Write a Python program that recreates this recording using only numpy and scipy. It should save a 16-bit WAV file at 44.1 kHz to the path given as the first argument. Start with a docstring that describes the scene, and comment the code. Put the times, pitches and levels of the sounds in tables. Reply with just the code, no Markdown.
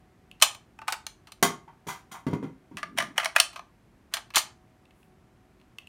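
"""A small room, a rifle handled up close. The action snaps, the latch lets go, and the hollow steel magazine
drops, clattering off a wooden panel onto the floorboards. A fresh one clicks into the well and locks,
the charging handle is pulled, the bolt slams home, and trigger and safety tick. Each hit is a burst of
tiny collisions coloured by the part it strikes. Short reflections and a faint fan hum fill the room."""
import sys
import numpy as np
from scipy import signal
from scipy.fft import rfft, irfft, next_fast_len
from scipy.io import wavfile
from scipy.ndimage import uniform_filter1d, minimum_filter1d

SR = 44100
rng = np.random.default_rng(int(sys.argv[2]) if len(sys.argv) > 2 else 0)


def master_out(mix):
    """Clip the mix to full scale and print it as 16-bit PCM to the path in sys.argv[1]."""
    frames = np.transpose(np.atleast_2d(mix))
    ceiling = np.clip(frames, -1, 1)
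    pcm = np.round(ceiling * 32767).astype(np.int16)
    wavfile.write(sys.argv[1], SR, pcm)


N = 259448
T = np.arange(SR // 3) / SR  # time within one hit, s

# the four bands of a hit (body, clack, snap, fizz): low/Hz, high/Hz
BANDS = [(600, 1400), (1400, 2600), (2600, 5500), (5500, 17000)]


def amp(db):
    """Decibels to amplitude."""
    return 10 ** (np.asarray(db) / 20)


def unit(x):
    """Scaled to rms 1."""
    return x / np.sqrt(np.mean(x ** 2) + 1e-20)


def norm(x):
    """Scaled to energy 1."""
    return x / (np.linalg.norm(x) + 1e-20)


def fade(t, t60):
    """Falls by 60 dB in t60 seconds."""
    return np.exp(-np.log(1000) * t / np.maximum(t60, 1e-3))


def along(points, hz):
    """Reads a curve of (f/Hz, value) points on a log frequency axis."""
    freqs, values = np.transpose(points)
    return np.interp(np.log(hz + 1), np.log(freqs + 1), values)


def filtered(x, response):
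    """x shaped by a complex frequency response."""
    size = next_fast_len(len(x) + 4096)
    return irfft(rfft(x, size) * response(np.fft.rfftfreq(size, 1 / SR)), size)[:len(x)]


def equalised(x, curve):
    """x shaped by an EQ curve of (f/Hz, level/dB) points."""
    return filtered(x, lambda hz: amp(along(curve, hz)))


def through(x, response):
    """x convolved with an impulse response."""
    return signal.fftconvolve(x, response)[:len(x)]


def add(track, s, sound):
    """Mixes a sound in at s seconds."""
    start = max(round(s * SR), 0)
    track[start:start + len(sound)] += sound[:max(len(track) - start, 0)]


def resonator(peaks, direct_db):
    """Impulse response of a body: its resonances plus an uncoloured share."""
    def response(f):
        return amp(direct_db) + sum(amp(db) * 1j * f * width / (hz * hz - f * f + 1j * f * width)
                                    for hz, width, db in peaks)
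    return filtered(signal.unit_impulse(len(T)), response)


def mode(hz, t60):
    """Impulse response of one resonance, gain 1 at its centre."""
    decay = fade(T, t60)
    return 2 * decay * np.cos(2 * np.pi * hz * T) / decay.sum()


def ringing(modes, spread_db):
    """Free modes, struck at new strengths each time; energy 1."""
    partials = (amp(db + spread_db * rng.standard_normal()) * fade(T, t60)
                * np.sin(2 * np.pi * (hz * T + rng.random())) for hz, db, t60 in modes)
    return norm(sum(partials) * (1 - fade(T, 0.001)))


def roughness(depth_db, samples):
    """A fast random flutter of gain that turns smooth noise grainy."""
    return amp(depth_db * unit(uniform_filter1d(rng.standard_normal(len(T)), size=samples)))


def chatter(t60, rough_db):
    """A burst of tiny uneven collisions that builds within a millisecond and dies."""
    # finite contact time dulls the top: f/Hz, level/dB
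    contact_eq = [(500, -1.5), (9000, 2.5), (12000, -3), (15000, -6.5), (17000, -9)]
    sizes = roughness(rough_db, samples=24)
    grit = equalised(rng.standard_normal(len(T)), contact_eq)
    return grit * sizes * fade(T, t60) * (1 - fade(T, 0.00076))


def voiced(layers, bands, levels_db):
    """Confines each layer of a hit to its band and mixes them at the given energies."""
    filters = [signal.butter(4, band, "band", fs=SR, output="sos") for band in bands]
    return sum(amp(db) * norm(signal.sosfilt(sos, x)) for x, sos, db in zip(layers, filters, levels_db))


def tilted(colour, tilt_db):
    """Band levels of a hit: the harder the contact, the more each band gains over the one below."""
    rank = np.arange(len(BANDS))
    return np.asarray(colour) + tilt_db * (rank - rank.mean())


def in_room(x, wet_db):
    """x plus a diffuse tail off the walls, its highs dying first."""
    # reverb time: f/Hz, t60/s
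    decay = [(150, 0.4), (400, 0.32), (1000, 0.29), (2800, 0.24), (7300, .24), (15000, 0.15)]
    hz, t, spectrum = signal.stft(rng.standard_normal(len(T)), SR, nperseg=256)
    tail = signal.istft(spectrum * fade(t, along(decay, hz)[:, None]), SR, nperseg=256)[1][:len(T)]
    tail = norm(tail * (1 - fade(T, 0.037)))
    return x + amp(wet_db) * through(x, tail)


def room_tone():
    """A steady bed of air with the narrow, wavering lines of a distant fan."""
    # colour of the air: f/Hz, level/dB
    air_eq = [(12, -53.5), (20, -25), (43, -2), (113, -3), (248, -5), (277, -8), (377, -6.5), (459, -16),
              (759, -17.5), (873, -17.5), (2140, -23.5), (2670, -27), (3840, -32.5), (12400, -39.5),
              (16000, -48.5)]
    # fan hum: f/Hz, level/dB
    hum = [(118, -74), (188, -77), (371, -77), (641, -81), (743, -76)]

    def line(centre):
        return unit(filtered(rng.standard_normal(N), lambda hz: 1 / (1 + ((hz - centre) / 3) ** 2)))
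    air = amp(-60.5) * unit(equalised(rng.standard_normal(N), air_eq))
    return air + sum(amp(db) * line(hz) for hz, db in hum)


def ticks():
    """The small levers of trigger and safety tick with one short, bright note."""
    # lever ticks: t/s, level/dB
    cues = [(0.3126, -21.5), (4.8525, -37), (4.9064, -37), (5.028, -37.5), (5.5984, -42), (5.6131, -38),
            (5.7834, -13.5), (5.87, -23)]
    # lever resonances: f/Hz, width/Hz, level/dB
    lever_peaks = [(1130, 160, -4.5), (2250, 260, -3.5), (2657, 140, 10.5), (2770, 130, 1.5),
                   (3200, 300, -9.5), (4030, 140, -12)]
    lever = resonator(lever_peaks, direct_db=-17)
    out = np.zeros(N)
    for s, db in cues:
        note = through(chatter(0.014, rough_db=3.5), lever)
        fizz = chatter(0.015, rough_db=4)
        click = voiced([note, fizz], [(800, 4500), BANDS[-1]], levels_db=[0, -14.5])
        ring = amp(-18.5) * ringing([(2380, -0.5, 0.045), (2970, 4, 0.045)], spread_db=1.5)
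        add(out, s + 0.00099, amp(db) * in_room(click + ring, wet_db=-11.5))
    return out


def action():
    """Steel hits steel: a short chatter takes the colour of the struck part and sets small parts ringing."""
    # action snaps, latch gives, magazine slips out, fresh one seats and locks, handle and bolt are worked:
    # t/s, level/dB, tilt/dB per band, base t60/s, ping/Hz
    contacts = [(0.399, -31, -0.5, .04, 2900), (0.413, -7, -1.5, 0.09, 5700),
                (0.422, 9.5, 2.5, 0.0086, 3020), (0.426, 5.5, 2.1, .033, 3420),
                (0.546, -24.5, 0, 0.023, 2520), (0.788, -28, -6, 0.009, 2550),
                (0.815, -26, -8, 0.021, 2610), (0.879, -5, -3.5, 0.028, 2140), (0.9, -22, 1, .022, 3220),
                (0.922, -6.5, 0.5, 0.026, 4520), (0.938, -22.5, -7.5, 0.019, 2920),
                (1.065, -15, 2.5, 0.013, 4340), (1.27, -29.5, -2.5, 0.037, 2740),
                (1.319, -24.5, 1.5, 0.016, 2580), (2.769, -16, -2, 0.017, 2490),
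                (2.78, -20, -2.5, 0.052, 2720), (2.829, -13, -7, .019, 1945), (2.974, -7.5, -2, 0.12, 2980),
                (2.984, -1.5, -1.5, 0.011, 2220), (3.001, -6.5, -4.5, 0.022, 2250),
                (3.022, -12.5, -4, 0.017, 3330), (3.178, 0.5, -1.9, .017, 2980),
                (3.197, -9.5, -5, 0.036, 2350), (3.228, -14.5, -7, 0.072, 2530),
                (3.245, -11, 2.5, 0.014, 2330), (3.256, -4, -3, .014, 2250), (3.361, 4.5, -2.9, .013, 2490),
                (3.381, -8.5, -2.9, 0.048, 2970), (3.399, 6, 3, 0.012, 3000),
                (3.529, -28.5, -2.5, 0.055, 2630), (3.558, -18.5, -4.3, 0.039, 2500),
                (3.592, -23.5, -7.5, 0.011, 2750), (4.137, -4.5, 2.5, 0.025, 3420),
                (4.167, -12, -2.5, 0.026, 3330), (4.303, -29.5, -3, 0.014, 2660),
                (4.337, -21, -1.9, 0.049, 2850), (4.345, -7.5, -2.5, 0.094, 3830),
                (4.357, 1.5, 5.5, 0.051, 6910), (4.367, 0.5, -3.5, 0.022, 6900),
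                (4.378, -4, 5.5, 0.038, 4600)]
    # resonances of receiver, prised latch and magazine against the well: f/Hz, width/Hz, level/dB
    receiver_peaks = [(703.3, 54, -10), (864, 42, -4.5), (1144, 97, -6), (1225, 74, -3), (1640, 160, -7.5),
                      (1820, 24, -6.5), (2338, 20, -8), (3000, 340, 2), (3510, 160, -4), (4160, 250, 2),
                      (5460, 67, -9), (6100, 350, 3), (7010, 220, 0.5), (8970, 1400, -2),
                      (9500, 100, -18.5), (11900, 970, -4.5), (13500, 500, -2)]
    latch_peaks = [(785, 20, -15), (876, 34, 12.5), (1250, 214, 0.5), (1495, 32, 11.5), (1627, 66, -22),
                   (2710, 700, -2), (4290, 370, -28.5), (5340, 250, -11.5)]
    well_peaks = [(678.4, 83, -10), (1210, 47, -4.5), (1730, 110, -1), (1960, 300, -2), (2990, 180, -5.5),
                  (3780, 57, -12), (4226, 130, -15.5), (5500, 82, -26), (5730, 660, -10.5),
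                  (6760, 150, -22), (9000, 464, -20), (9250, 920, -17)]
    # each part's voice: body/dB, clack/dB, snap/dB, fizz/dB, knock/Hz, ring/dB re the treble
    receiver_voice = (-1, -1.36, 2.5, -1.5, 1131.5, -17.5)
    latch_voice = (0.5, 2.2, -0.5, 0.1, 877, -21)
    well_voice = (-2, 2.1, 1.3, -1.2, 2000, -16)
    bolt_voice = (-2, 1, 2.5, -2.5, 1754.5, -41.5)
    # small ringing parts: f/Hz, level/dB, t60/s
    steel_modes = [(1580, -9, .12), (2660, -4, .1), (3060, -3, .11), (3215, -2, .13), (3400, -2, .17),
                   (3990, -4, .11), (4372, -4, .14), (5160, -6, .13), (6218, -2, .19), (6430, -6, .14),
                   (7070, -9, .09), (8950, -3, .19), (9930, -7, .12), (14150, -10, .11)]
    # heavy, low parts settle last: factor on the base t60, per band
    linger = [2.5, 1.8, 2, 1.9]
    releasing_s, feeding_s, charging_s = (0.7, 1.0), (2.7, 3.39), 4.0
    receiver = resonator(receiver_peaks, direct_db=-5.5)
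    latch = resonator(latch_peaks, direct_db=-9.5)
    well = resonator(well_peaks, direct_db=-17)
    out = np.zeros(N)
    for s, db, tilt_db, t60, ping_hz in contacts:
        if releasing_s[0] < s < releasing_s[1]:
            part, voice = latch, latch_voice
        elif feeding_s[0] < s < feeding_s[1]:
            part, voice = well, well_voice
        else:
            part, voice = receiver, bolt_voice if s > charging_s else receiver_voice
        *colour, knock_hz, ring_db = voice
        colour = tilted(colour, tilt_db)
        knock_hz *= np.exp(0.05 * rng.standard_normal())  # no two hits land on quite the same spot
        body = part + amp(-8.5) * mode(knock_hz, t60=0.024) + mode(ping_hz, t60=0.0088)
        layers = [through(chatter(t60 * factor, rough_db=2), body) for factor in linger]
        hit = voiced(layers, BANDS, colour)
        ring = amp(np.mean(colour[2:]) + ring_db) * ringing(steel_modes, spread_db=4)
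        add(out, s + 0.0009, amp(db) * in_room(hit + ring, wet_db=-12.5))
    return out


def stock():
    """Some hits jolt the wooden stock, which adds a brief dull thump."""
    # jolts: t/s, level/dB
    thumps = [(0.423, -21.5), (0.925, -23), (4.367, -12.5)]
    # modes of the stock: f/Hz, level/dB, t60/s
    wood_modes = [(85, -9.5, 0.066), (159, -10, .05), (268, -8.5, 0.048), (361, -1, 0.1), (510, 1.5, .06)]
    out = np.zeros(N)
    for s, db in thumps:
        add(out, s, amp(db) * ringing(wood_modes, spread_db=3.5))
    return out


def lead_ins():
    """A brief gritty hiss swells just before a click and stops on it."""
    # swells: start/s, end/s, final level/dB
    swells = [(0.872, 0.871, -40), (2.961, 2.984, -40), (3.155, 3.177, -43), (3.193, 3.249, -37),
              (3.348, 3.369, -34.5), (4.11, 4.14, -50.5), (4.144, 4.164, -38.5)]
    # colour of the hiss: f/Hz, level/dB
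    grit_eq = [(400, -29), (700, 4.5), (2400, 0), (4000, -13), (9000, -16.5), (16000, -28.5)]
    out = np.zeros(N)
    for start, end, db in swells:
        ramp = T / max(end - start, 0.005)
        grains = rng.standard_normal(len(T)) * roughness(4.87, samples=32)
        grit = unit(equalised(grains, grit_eq))
        add(out, start, amp(db) * grit * ramp * (ramp < 1))
    return in_room(out, wet_db=-10.5)


def dropped_magazine():
    """The hollow magazine rattles and drums on wood; each corner it lands on wakes a different wall."""
    # it hits the panel, tumbles to the floor and rocks to rest:
    # t/s, rattle level/dB, tilt/dB per band, rattle t60/s, thud level/dB, knock/Hz
    landings = [(1.425, 5, 0.63, 0.074, 5, 703.4), (1.447, -5, -1, 0.08, -18, 1082),
                (1.677, -38, -10.5, 0.14, -38, 889), (1.867, -18.5, 0, 0.21, -11, 920),
                (1.883, -11, -1.5, 0.22, -25.5, 1000), (2.113, -19.5, 0.2, 0.2, -23, 1053),
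                (2.141, -25.5, -7.5, 0.19, -33, 1030), (2.265, -20.5, -6, 0.077, 3, 637),
                (2.281, -27.5, -5.5, .075, 1.5, 620), (2.305, -30.5, -6, 0.13, -9, 666),
                (2.33, -21, -6, 0.11, 5, 953), (2.427, -27.5, -6.5, 0.2, -1, 980),
                (2.712, -42, -7.5, 0.32, -19, 934)]
    # resonances of the steel shell: f/Hz, width/Hz, level/dB
    shell_peaks = [(781, 22.6, 3), (940, 44.7, 3.5), (1100, 69, 1.5), (1211, 17, -7), (1388, 147, -8),
                   (2033, 66, -7.5), (3220, 310, -8.5), (3700, 120, -16), (4470, 72, -14),
                   (5950, 260, -7.5), (6780, 370, -8), (9060, 310, -12), (13070, 5200, -14.5)]
    # its voice: body/dB, clack/dB, snap/dB, fizz/dB
    shell_colour = [0.13, 0.36, -1.4, 0.57]
    # modes of its spring and lips, the wooden panel and the floorboards: f/Hz, level/dB, t60/s
    spring_modes = [(1202, -1, 0.33), (2090, -2.5, 0.28), (3138, -3, 0.23), (3320, -21, 0.1843),
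                    (5800, -13, 0.22), (6740, -11, 0.16)]
    panel_modes = [(112.5, -1.5, 0.138), (166.6, 5.5, 0.17), (215.5, 5, 0.12), (254, 6.5, 0.048),
                   (351, 0.5, 0.083), (394, 7.5, 0.099), (465, -6, 0.077)]
    floor_modes = [(105, -14, 0.28), (164, 2.5, 0.12), (204.5, -2.5, 0.12), (267, 7, 0.12),
                   (312, -3.5, 0.12), (366, -11, 0.12), (490, -24.5, .1)]
    panel_clunk_hz, floor_clunk_hz = (120, 520), (105, 420)  # the wood's dense, quickly damped modes
    on_floor_s = 2.2
    shell = resonator(shell_peaks, direct_db=-16)
    low_cut = signal.butter(4, 85, "high", fs=SR, output="sos")  # the thud carries little deep bass
    out = np.zeros(N)
    for s, db, tilt_db, t60, thud_db, knock_hz in landings:
        colour = db + tilted(shell_colour, tilt_db)
        modes, clunk_hz = (floor_modes, floor_clunk_hz) if s > on_floor_s else (panel_modes, panel_clunk_hz)
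        wood = ringing(modes, spread_db=2)
        clunk = voiced([chatter(0.13, rough_db=2)], [clunk_hz], levels_db=[-5.5])
        thud = amp(thud_db) * signal.sosfilt(low_cut, wood + clunk)
        attack = 1 - fade(T, 0.068 * t60)  # a long rattle takes longer to build
        layers = [through(chatter(t60, rough_db=5) * attack, shell) for _ in BANDS]
        rattle = voiced(layers, BANDS, colour)
        knock = amp(colour[0] - 1.5) * ringing([(knock_hz, 0, 0.1)], spread_db=0)
        spring = amp(colour[1] - 8.5) * ringing(spring_modes, spread_db=2)
        add(out, s + 0.0012, in_room(thud + rattle + knock + spring, wet_db=-8))
    return out


def shuffle():
    """Soft, low handling bumps while the fresh magazine is brought up."""
    # handling envelope: t/s, level/dB
    bumps = [(2.64, -82), (2.692, -79), (2.716, -61), (2.754, -43), (2.8, -56), (3.036, -44), (3.08, -54),
             (3.102, -48.5), (3.23, -69.5), (3.252, -63), (3.3, -62)]
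    dull_eq = [(70, -31), (110, -4.5), (190, 5), (290, 1.5), (420, -9.5), (700, -53.5)]  # f/Hz, level/dB
    s, db = np.transpose(bumps)
    level = amp(np.interp(np.arange(N) / SR, s, db, left=-120, right=-120))
    return level * unit(equalised(rng.standard_normal(N), dull_eq))


def brush():
    """A faint hiss swells and fades as the hand slides along the stock."""
    # skin on varnished wood: f/Hz, level/dB
    skin_eq = [(1500, -8), (4000, -14), (7500, -3), (10000, 3), (16000, -4)]
    peak_s, half_length_s = 5.02, 0.073
    swell = np.exp(-((np.arange(N) / SR - peak_s) / half_length_s) ** 2)
    return amp(-75) * swell * unit(equalised(rng.standard_normal(N), skin_eq))


def scene():
    """The rifle, the falling magazine and the handling over the room tone, in mono."""
    rifle = action() + lead_ins() + ticks() + brush() + stock()
    return (rifle + dropped_magazine() + shuffle() + room_tone())[None]


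def record(dry):
    """A fast limiter reins in the loudest snaps, then a steep low-pass trims the top."""
    ceiling, top_hz = 0.95, 16000
    needed = np.minimum(1, ceiling / (np.abs(dry[0]) + 1e-9))
    gain = uniform_filter1d(minimum_filter1d(needed, size=45), size=45)
    return filtered(dry[0] * gain, lambda hz: 1 / (1 + (hz / top_hz) ** 120))[None]


dry = scene()
out = record(dry)
master_out(out)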